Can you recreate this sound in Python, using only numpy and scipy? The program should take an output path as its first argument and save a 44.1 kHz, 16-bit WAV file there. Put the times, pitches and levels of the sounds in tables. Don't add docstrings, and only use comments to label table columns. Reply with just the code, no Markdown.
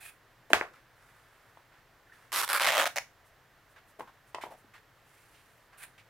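import sys
import numpy as np
from scipy import signal
from scipy.fft import rfft, irfft
from scipy.io import wavfile
from scipy.ndimage import uniform_filter1d

SR = 44100
rng = np.random.default_rng(int(sys.argv[2]) if len(sys.argv) > 2 else 0)


def master(y):
    cut = np.clip(np.atleast_2d(y).T, -1, 1)
    pcm = np.round(cut * 32767)
    wavfile.write(sys.argv[1], SR, pcm.astype(np.int16))


N = 268701

# start in seconds, level in dB.
STRONG_SNAPS = [(2.3199, -36.5), (2.3601, -27), (2.4253, -31.5), (2.478, -35), (2.598, -24.5),
                (2.7698, -23), (2.7797, -22), (2.7979, -20), (2.9598, -31), (2.9669, -29), (2.9746, -29),
                (2.9835, -25.5)]
# start in seconds, length in seconds, base level in dB,
# swell over the spurt in dB, typical threads a second.
SPURTS = [(2.3273, .09, -30.5, 2, 276), (2.4321, 0.015, -30, -1, 266), (2.4896, .033, -29.5, 2.5, 210),
          (2.531, .055, -26, -4, 200), (2.599, 0.148, -24.5, 0.5, 165), (2.75, .095, -25.5, 1, 182),
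          (2.8564, 0.018, -25.5, -0.5, 149)]
# frequency in Hz, relative level in dB.
TAUT_FLAPS = [(88, -61), (150, -29), (209, -33), (376, -13.5), (457, -14.5), (545, -10.5), (730, -10.5),
              (1140, 2.5), (1690, -4), (2360, -6.5), (5680, -10), (6140, -13), (11300, -11), (14000, -15),
              (16000, -30)]
OPENING_FLAPS = [(88, -66), (150, -39), (494, -17), (566, -5.5), (662, -19), (805, -7), (1480, 1.5),
                 (2020, -12.5), (2310, -5), (2650, -14), (4950, -16), (5910, -26), (10200, -17),
                 (13400, -19.5), (16000, -33)]
LONG_FLAPS = [(88, -33), (150, -22.5), (249, -33.5), (286, -20.5), (422, -23), (545, -0.5), (730, -3.5),
              (888, -4), (1310, -4.5), (1450, -8.5), (1830, -0.5), (2760, -5), (4160, -12.5), (13200, -23),
              (16000, -32)]
SLACK_FLAPS = [(88, -53), (150, -37), (303, -19), (439, -20.5), (545, -3.5), (649, -1), (1100, -10),
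               (1310, -2.5), (1450, -6.5), (2220, -10), (2400, -13.5), (3220, -12), (4580, -21.5),
               (13400, -27), (16000, -32)]
HEM = [(88, -51), (200, -21.5), (400, -20.5), (560, 4.5), (750, 3), (950, -2.5), (1400, -5.5), (2200, 1),
       (3400, -12.5), (6600, -7.5), (8500, -17.5), (11000, -16), (16000, -21)]
COLOUR_TIMES = [2.41, 2.54, 2.68, 2.82, 2.96]
# start in seconds, length in seconds, level in dB,
# time of the bite in seconds, lift at the bite in dB, ring of the steel in dB.
CUTS = [(0, 0.11, -53.5, 0.06, 4, -7), (5.772, 0.092, -55.5, 5.836, 10.5, -17.5)]
# frequency in Hz, relative level in dB.
BLADE_COLOUR = [(410, -33.5), (700, -5), (1020, -13), (1620, 0.5), (2240, -4), (2460, -3), (2920, -9),
                (3600, -9), (5990, -18.5), (9600, -4), (16000, -18)]
# start in seconds, level in dB, dull above in Hz.
CLACKS = [(0.5327, -9.5, 15000), (0.6112, -21.5, 2130), (0.6486, -48.5, 1300)]
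# frequency in Hz, width in Hz, energy in dB.
SCISSOR_MODES = [(470, 200, -15), (660, 300, -7), (1050, 450, -9), (1620, 520, 0), (1880, 450, -1),
                 (2430, 400, -7), (4000, 500, -11), (8900, 700, -17), (13100, 600, -19)]
# frequency in Hz, relative level in dB.
CLATTER_COLOUR = [(50, -27.5), (130, -21), (220, -24), (430, -3.5), (700, 0.5), (1100, -3.5), (1700, -3.5),
                  (2400, -6), (3300, -13.5), (5000, -19), (9000, -26.5), (13000, -30), (16000, -34)]
# start in seconds, level in dB, dull above in Hz.
KNOCKS = [(0.504, -33, 655), (0.514, -36, 393), (1.572, -49.5, 1700), (3.9958, -42, 1990),
          (4.006, -35, 1400), (4.346, -32.5, 3100), (4.356, -40, 1400), (4.384, -37, 1240),
          (4.437, -33, 1430), (4.467, -44, 800), (4.644, -56.5, 306.5)]
# frequency in Hz, width in Hz, energy in dB.
TABLE_MODES = [(412, 100, -10.5), (730, 230, -4), (970, 310, 8), (1302, 320, -7), (1886, 400, -6),
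               (2833, 399, -16), (3680, 900, -13)]
# start in seconds, length in seconds, base level in dB, centre of the friction band in Hz, hiss in dB.
SOFT_STROKES = [(0.5, 0.033, -50, 1880, -8), (0.732, 0.08, -57, 1400, -23), (0.949, 0.73, -66.5, 1500, -11),
                (1.717, 0.1, -63.5, 1580, -34), (2.119, 0.2, -63, 1650, -12.5),
                (3.758, 0.044, -55.5, 1560, -46), (3.99, 0.045, -46.5, 470, -22),
                (4.073, 0.037, -54.5, 1100, -33), (4.41, 0.055, -48, 2060, -16),
                (4.458, 0.04, -49.5, 746, -24), (4.501, 0.058, -49, 696, -21.5),
                (4.736, 0.06, -54.5, 1700, -24), (5.04, 0.65, -71, 2220, -1.5),
                (5.724, 0.062, -60, 1380, -29), (5.341, 0.078, -65, 2590, -21),
                (5.815, 0.045, -54, 1700, -20), (5.978, 0.042, -57, 2300, -20)]
# frequency in Hz, relative level in dB.
SLIDING_HISS = [(1500, -18), (3500, -4), (9000, 9.5), (13000, 5.5), (16000, -2)]
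# start in seconds, length in seconds, level in dB, mean
# pitch in Hz.
SQUEAKS = [(2.065, 0.018, -65.5, 1780), (2.093, 0.014, -60, 1520), (2.117, 0.014, -55.5, 1820),
           (2.136, 0.022, -72, 1860)]
# from and to, in seconds.
FIDGET_SPAN = (3.1, 5.9)
# frequency in Hz, time to fall by 60 dB in seconds.
ROOM_DECAY = [(150, 0.48), (500, 0.14), (1400, 0.23), (3000, 0.2), (6000, .24), (14000, 0.22)]
# frequency in Hz, relative level in dB.
AIR_COLOUR = [(15, -26.5), (25, -8), (44, -7), (59, -14.5), (117, -7.5), (200, -23), (270, -16.5),
              (714, -13), (796, -14), (1840, -13.5), (2350, -20.5), (2690, -21.5), (9570, -36),
              (14800, -32), (16000, -39.5)]
# frequency in Hz, gain of the side signal in dB.
STEREO_WIDTH = [(60, -13), (250, -15), (600, -20), (1400, -15), (2800, -10), (5600, -7), (11000, -4)]
# frequency in Hz, left over right in dB.
STEREO_BALANCE = [(700, 2.5), (1300, -1), (2400, -2.5), (4800, -1), (8100, -4.5), (15000, -6.5)]


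def amp(db):
    return 10 ** (np.asarray(db) / 20)


def unit(x):
    return x / np.sqrt(np.mean(x ** 2) + 1e-20)


def blow(x):
    return unit(x) * np.sqrt(.004 * SR / x.shape[-1])


def read(points, hz):
    f, value = np.transpose(points)
    return np.interp(np.log(hz + 1), np.log(f + 1), value)


def add(mix, start, sound):
    part = mix[:, max(round(start * SR), 0):][:, :sound.shape[-1]]
    part += sound[..., :part.shape[1]]


def colour(x, points):
    hz = np.fft.rfftfreq(x.shape[-1], 1 / SR)
    return irfft(rfft(x) * amp(read(points, hz)), x.shape[-1])


def response(points, size=4096):
    log_gain = np.log(amp(read(points, abs(np.fft.fftfreq(size, 1 / SR)))))
    spectrum = np.exp(np.conj(signal.hilbert(log_gain)))
    return np.fft.ifft(spectrum).real[:size // 4]


def grainy_noise(size, grain_db):
    return rng.standard_normal((2, size)) * amp(grain_db * rng.standard_normal(size))


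def ring(modes, t):
    out = 0
    for hz, width, db in modes:
        decay = np.sqrt(width) * np.exp(-np.pi * width * t)
        out = out + amp(db) * decay * np.sin(2 * np.pi * hz * t)
    return out


def dull(x, hz, bass_hz=260):
    band = [min(bass_hz, hz / 2), min(hz, SR * .45)]
    return signal.lfilter(*signal.butter(2, band, "bandpass", fs=SR), x)


def snap(start, grain_db=3.0, size=300):
    t = np.arange(size) / SR
    fibres = unit(grainy_noise(size, grain_db)) * np.exp(-t / .0026)
    fibres[0, 0] += 2.8 * rng.choice([-1, 1])
    stages = [TAUT_FLAPS, OPENING_FLAPS, LONG_FLAPS, SLACK_FLAPS, HEM]
    hz = np.geomspace(40, 20000, 90)
    db = np.zeros(len(hz))
    for share, stage in zip(np.eye(len(stages)), stages):
        db += np.interp(start, np.sort(COLOUR_TIMES), share) * read(stage, hz)
    flaps = response(np.transpose([hz, db]))
    cloth = signal.fftconvolve(fibres, flaps[None], axes=1)
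    return np.array([blow(channel) for channel in cloth])


def rip(weak_db=-1.5, arch_db=3.0, scatter_db=1.2, jitter=.25, rest_s=.003):
    out = np.zeros((2, N))
    strong_times = np.transpose(STRONG_SNAPS)[0]
    for start, db in STRONG_SNAPS:
        add(out, start, amp(db) * snap(start))
    for start, length, db, swell_db, rate in SPURTS:
        scatter, unevenness = rng.standard_normal((2, 40))
        gaps = np.exp(jitter * unevenness) / rate
        after = np.cumsum(gaps) - gaps
        progress = after / length
        pull_db = swell_db * (progress - .5) + arch_db * (np.sin(np.pi * progress) - .5)
        level_db = db + weak_db + pull_db + scatter_db * scatter
        level_db[0] = db - swell_db / 2
        for moment, thread_db in zip(start + after[progress < 1], level_db):
            if abs(strong_times - moment).min() > rest_s:
                add(out, moment, amp(thread_db) * snap(moment))
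    return out


def cuts(grain_db=4.5, ring_hz=2520, ring_width=130, edge_s=.012, bite_s=.0088):
    out = np.zeros((2, N))
    for start, length, db, bite_at, bite_db, ring_db in CUTS:
        t = np.arange(0, length, 1 / SR)
        fades = np.clip(np.minimum(t, length - t) / edge_s, 0, 1)
        bite = np.exp(-((start + t - bite_at) / bite_s) ** 2)
        stroke = fades * amp(db + bite_db * bite)
        scrape = grainy_noise(len(t), grain_db)
        steel = signal.lfilter(*signal.iirpeak(ring_hz, ring_hz / ring_width, SR), scrape)
        add(out, start, stroke * (unit(colour(scrape, BLADE_COLOUR)) + amp(ring_db) * unit(steel)))
    return out


def clacks(body_db=-0.5, rattle_db=-2.0, rattle_s=0.0012, wet_db=-9.0, count=3):
    out, radiated = np.zeros((2, N)), np.zeros((1, N))
    t = np.arange(1500) / SR
    for start, db, hz in CLACKS:
        body = np.zeros((1, len(t)))
        for k in range(count):
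            add(body, k * .00058, ring(SCISSOR_MODES, t))
        contacts = rng.standard_normal((2, len(t))) * np.exp(-t / rattle_s)
        hit = amp(rattle_db) * blow(signal.lfilter(response(CLATTER_COLOUR), 1, contacts))
        hit[:1] += amp(body_db) * blow(body)
        hit = signal.lfilter(*signal.butter(3, 370, "highpass", fs=SR), hit)
        add(out, start, amp(db) * dull(hit, hz, bass_hz=59.6))
        add(radiated, start, amp(db) * blow(dull(response(CLATTER_COLOUR), hz)))
    return out + amp(wet_db) * room(radiated)


def thud(level_db=-43.0, top_hz=130, decay_s=.03, side_db=-3.0):
    out = np.zeros((2, N))
    t = np.arange(SR // 2) / SR
    rumble = unit(dull(rng.standard_normal((2, len(t))), top_hz, bass_hz=50))
    shudder = rumble * amp([[0], [side_db]]) * np.exp(-t / decay_s)
    add(out, CLACKS[0][0], amp(level_db) * shudder)
    return out


def knocks(scuff_db=-1.0, scuff_s=0.0034, spread=.04, soft_s=0.00091):
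    out = np.zeros((2, N))
    t = np.arange(2000) / SR
    for start, db, hz in KNOCKS:
        scuff = rng.standard_normal((2, len(t))) * np.exp(-t / scuff_s)
        hit = amp(scuff_db) * blow(scuff)
        hit[0] += blow(ring(TABLE_MODES, t * np.exp(spread * rng.standard_normal())))
        hit *= 1 - np.exp(-t / soft_s)
        hit = dull(hit, hz, bass_hz=383)
        add(out, start, amp(db) * np.array([blow(channel) for channel in hit]))
    return out


def soft_friction(grain_db=4.0, crest=0.12, flutter_db=1.5):
    out = np.zeros((2, N))
    for start, length, db, hz, hiss_db in SOFT_STROKES:
        progress = np.linspace(0, 1, int(length * SR))
        grains = grainy_noise(len(progress), grain_db)
        band = [(hz / 10, -36), (hz / 2, -10), (hz, 0), (hz * 2, -15), (hz * 10, -42)]
        body = unit(colour(grains, band))
        hiss = amp(hiss_db) * unit(colour(grains, SLIDING_HISS))
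        wander = uniform_filter1d(rng.standard_normal(len(progress)), 500)
        flutter = amp(flutter_db * unit(wander))
        stroke = np.sqrt(np.interp(progress, [0, crest, 1], [0, 1, 0]))
        add(out, start, amp(db) * stroke * flutter * (body + hiss))
    return out


def squeaks(waver=0.054):
    out = np.zeros((2, N))
    for start, length, db, hz in SQUEAKS:
        drift = unit(uniform_filter1d(rng.standard_normal(int(length * SR)), 40))
        tone = np.sin(2 * np.pi * np.cumsum(hz * (1 + waver * drift)) / SR)
        add(out[:1], start, amp(db) * unit(tone * np.hanning(len(tone))))
    return out


def fidgets(level_db=-75.0, scatter_db=8.0, length_s=0.076, count=9):
    out = np.zeros((2, N))
    size = int(length_s * SR)
    for k in range(count):
        start = np.interp(k + rng.random(), [0, count], FIDGET_SPAN)
        wisp = unit(colour(rng.standard_normal((2, size)), SLIDING_HISS)) * np.hanning(size)
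        add(out, start, amp(level_db + scatter_db * rng.uniform(-1, 1)) * wisp)
    return out


def room(x, build_s=0.0066, treble_db=-1.5, side_db=7.0):
    taps = rng.standard_normal((2, SR // 2))
    hz, t, z = signal.stft(taps, SR, nperseg=256)
    tilt_db = read([(2000, 0.02), (6000, treble_db)], hz)[:, None]
    z *= amp(tilt_db - 60 * t / read(ROOM_DECAY, hz)[:, None])
    tail = signal.istft(z, SR, nperseg=256)[1]
    tail *= 1 - np.exp(-(np.arange(tail.shape[1]) / SR / build_s) ** 2)
    tail *= amp([[0], [side_db]]) / np.linalg.norm(tail[0])
    return signal.fftconvolve(x[:1], tail, axes=1)[:, :N]


def room_tone(air_db=-63.5, drone_hz=125, drone_db=-11.0):
    noise = rng.standard_normal((2, N))
    drone = signal.lfilter(*signal.iirpeak(drone_hz, 4, SR), rng.standard_normal((2, N)))
    return amp(air_db) * (unit(colour(noise, AIR_COLOUR)) + amp(drone_db) * unit(drone))


def microphones(pair, late_s=0):
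    hz = np.fft.rfftfreq(N, 1 / SR)
    mid = rfft(pair[0])
    side = rfft(pair[1]) * amp(read(STEREO_WIDTH, hz))
    lean = amp(read(STEREO_BALANCE, hz))
    left = lean * (mid + side) * np.exp(-2j * np.pi * hz * late_s)
    return irfft(np.array([left, mid - side]) * 2 / (1 + lean), N)


def scene():
    handling = [(rip(), -12.0), (knocks(), -8.0),
                (cuts() + soft_friction() + fidgets() + squeaks(), -10.0)]
    direct = sum(sound for sound, wet_db in handling)
    echo = room(sum(amp(wet_db) * sound for sound, wet_db in handling))
    front = microphones(direct + echo + thud() + room_tone())
    return front + microphones(clacks(), late_s=.00009)


def record(dry, edge_hz=16000):
    edge = signal.firwin(401, edge_hz, window=("kaiser", 9), fs=SR)
    return signal.oaconvolve(np.clip(dry, -1, 1), edge[None], "same")


dry = scene()
out = record(dry)
master(out)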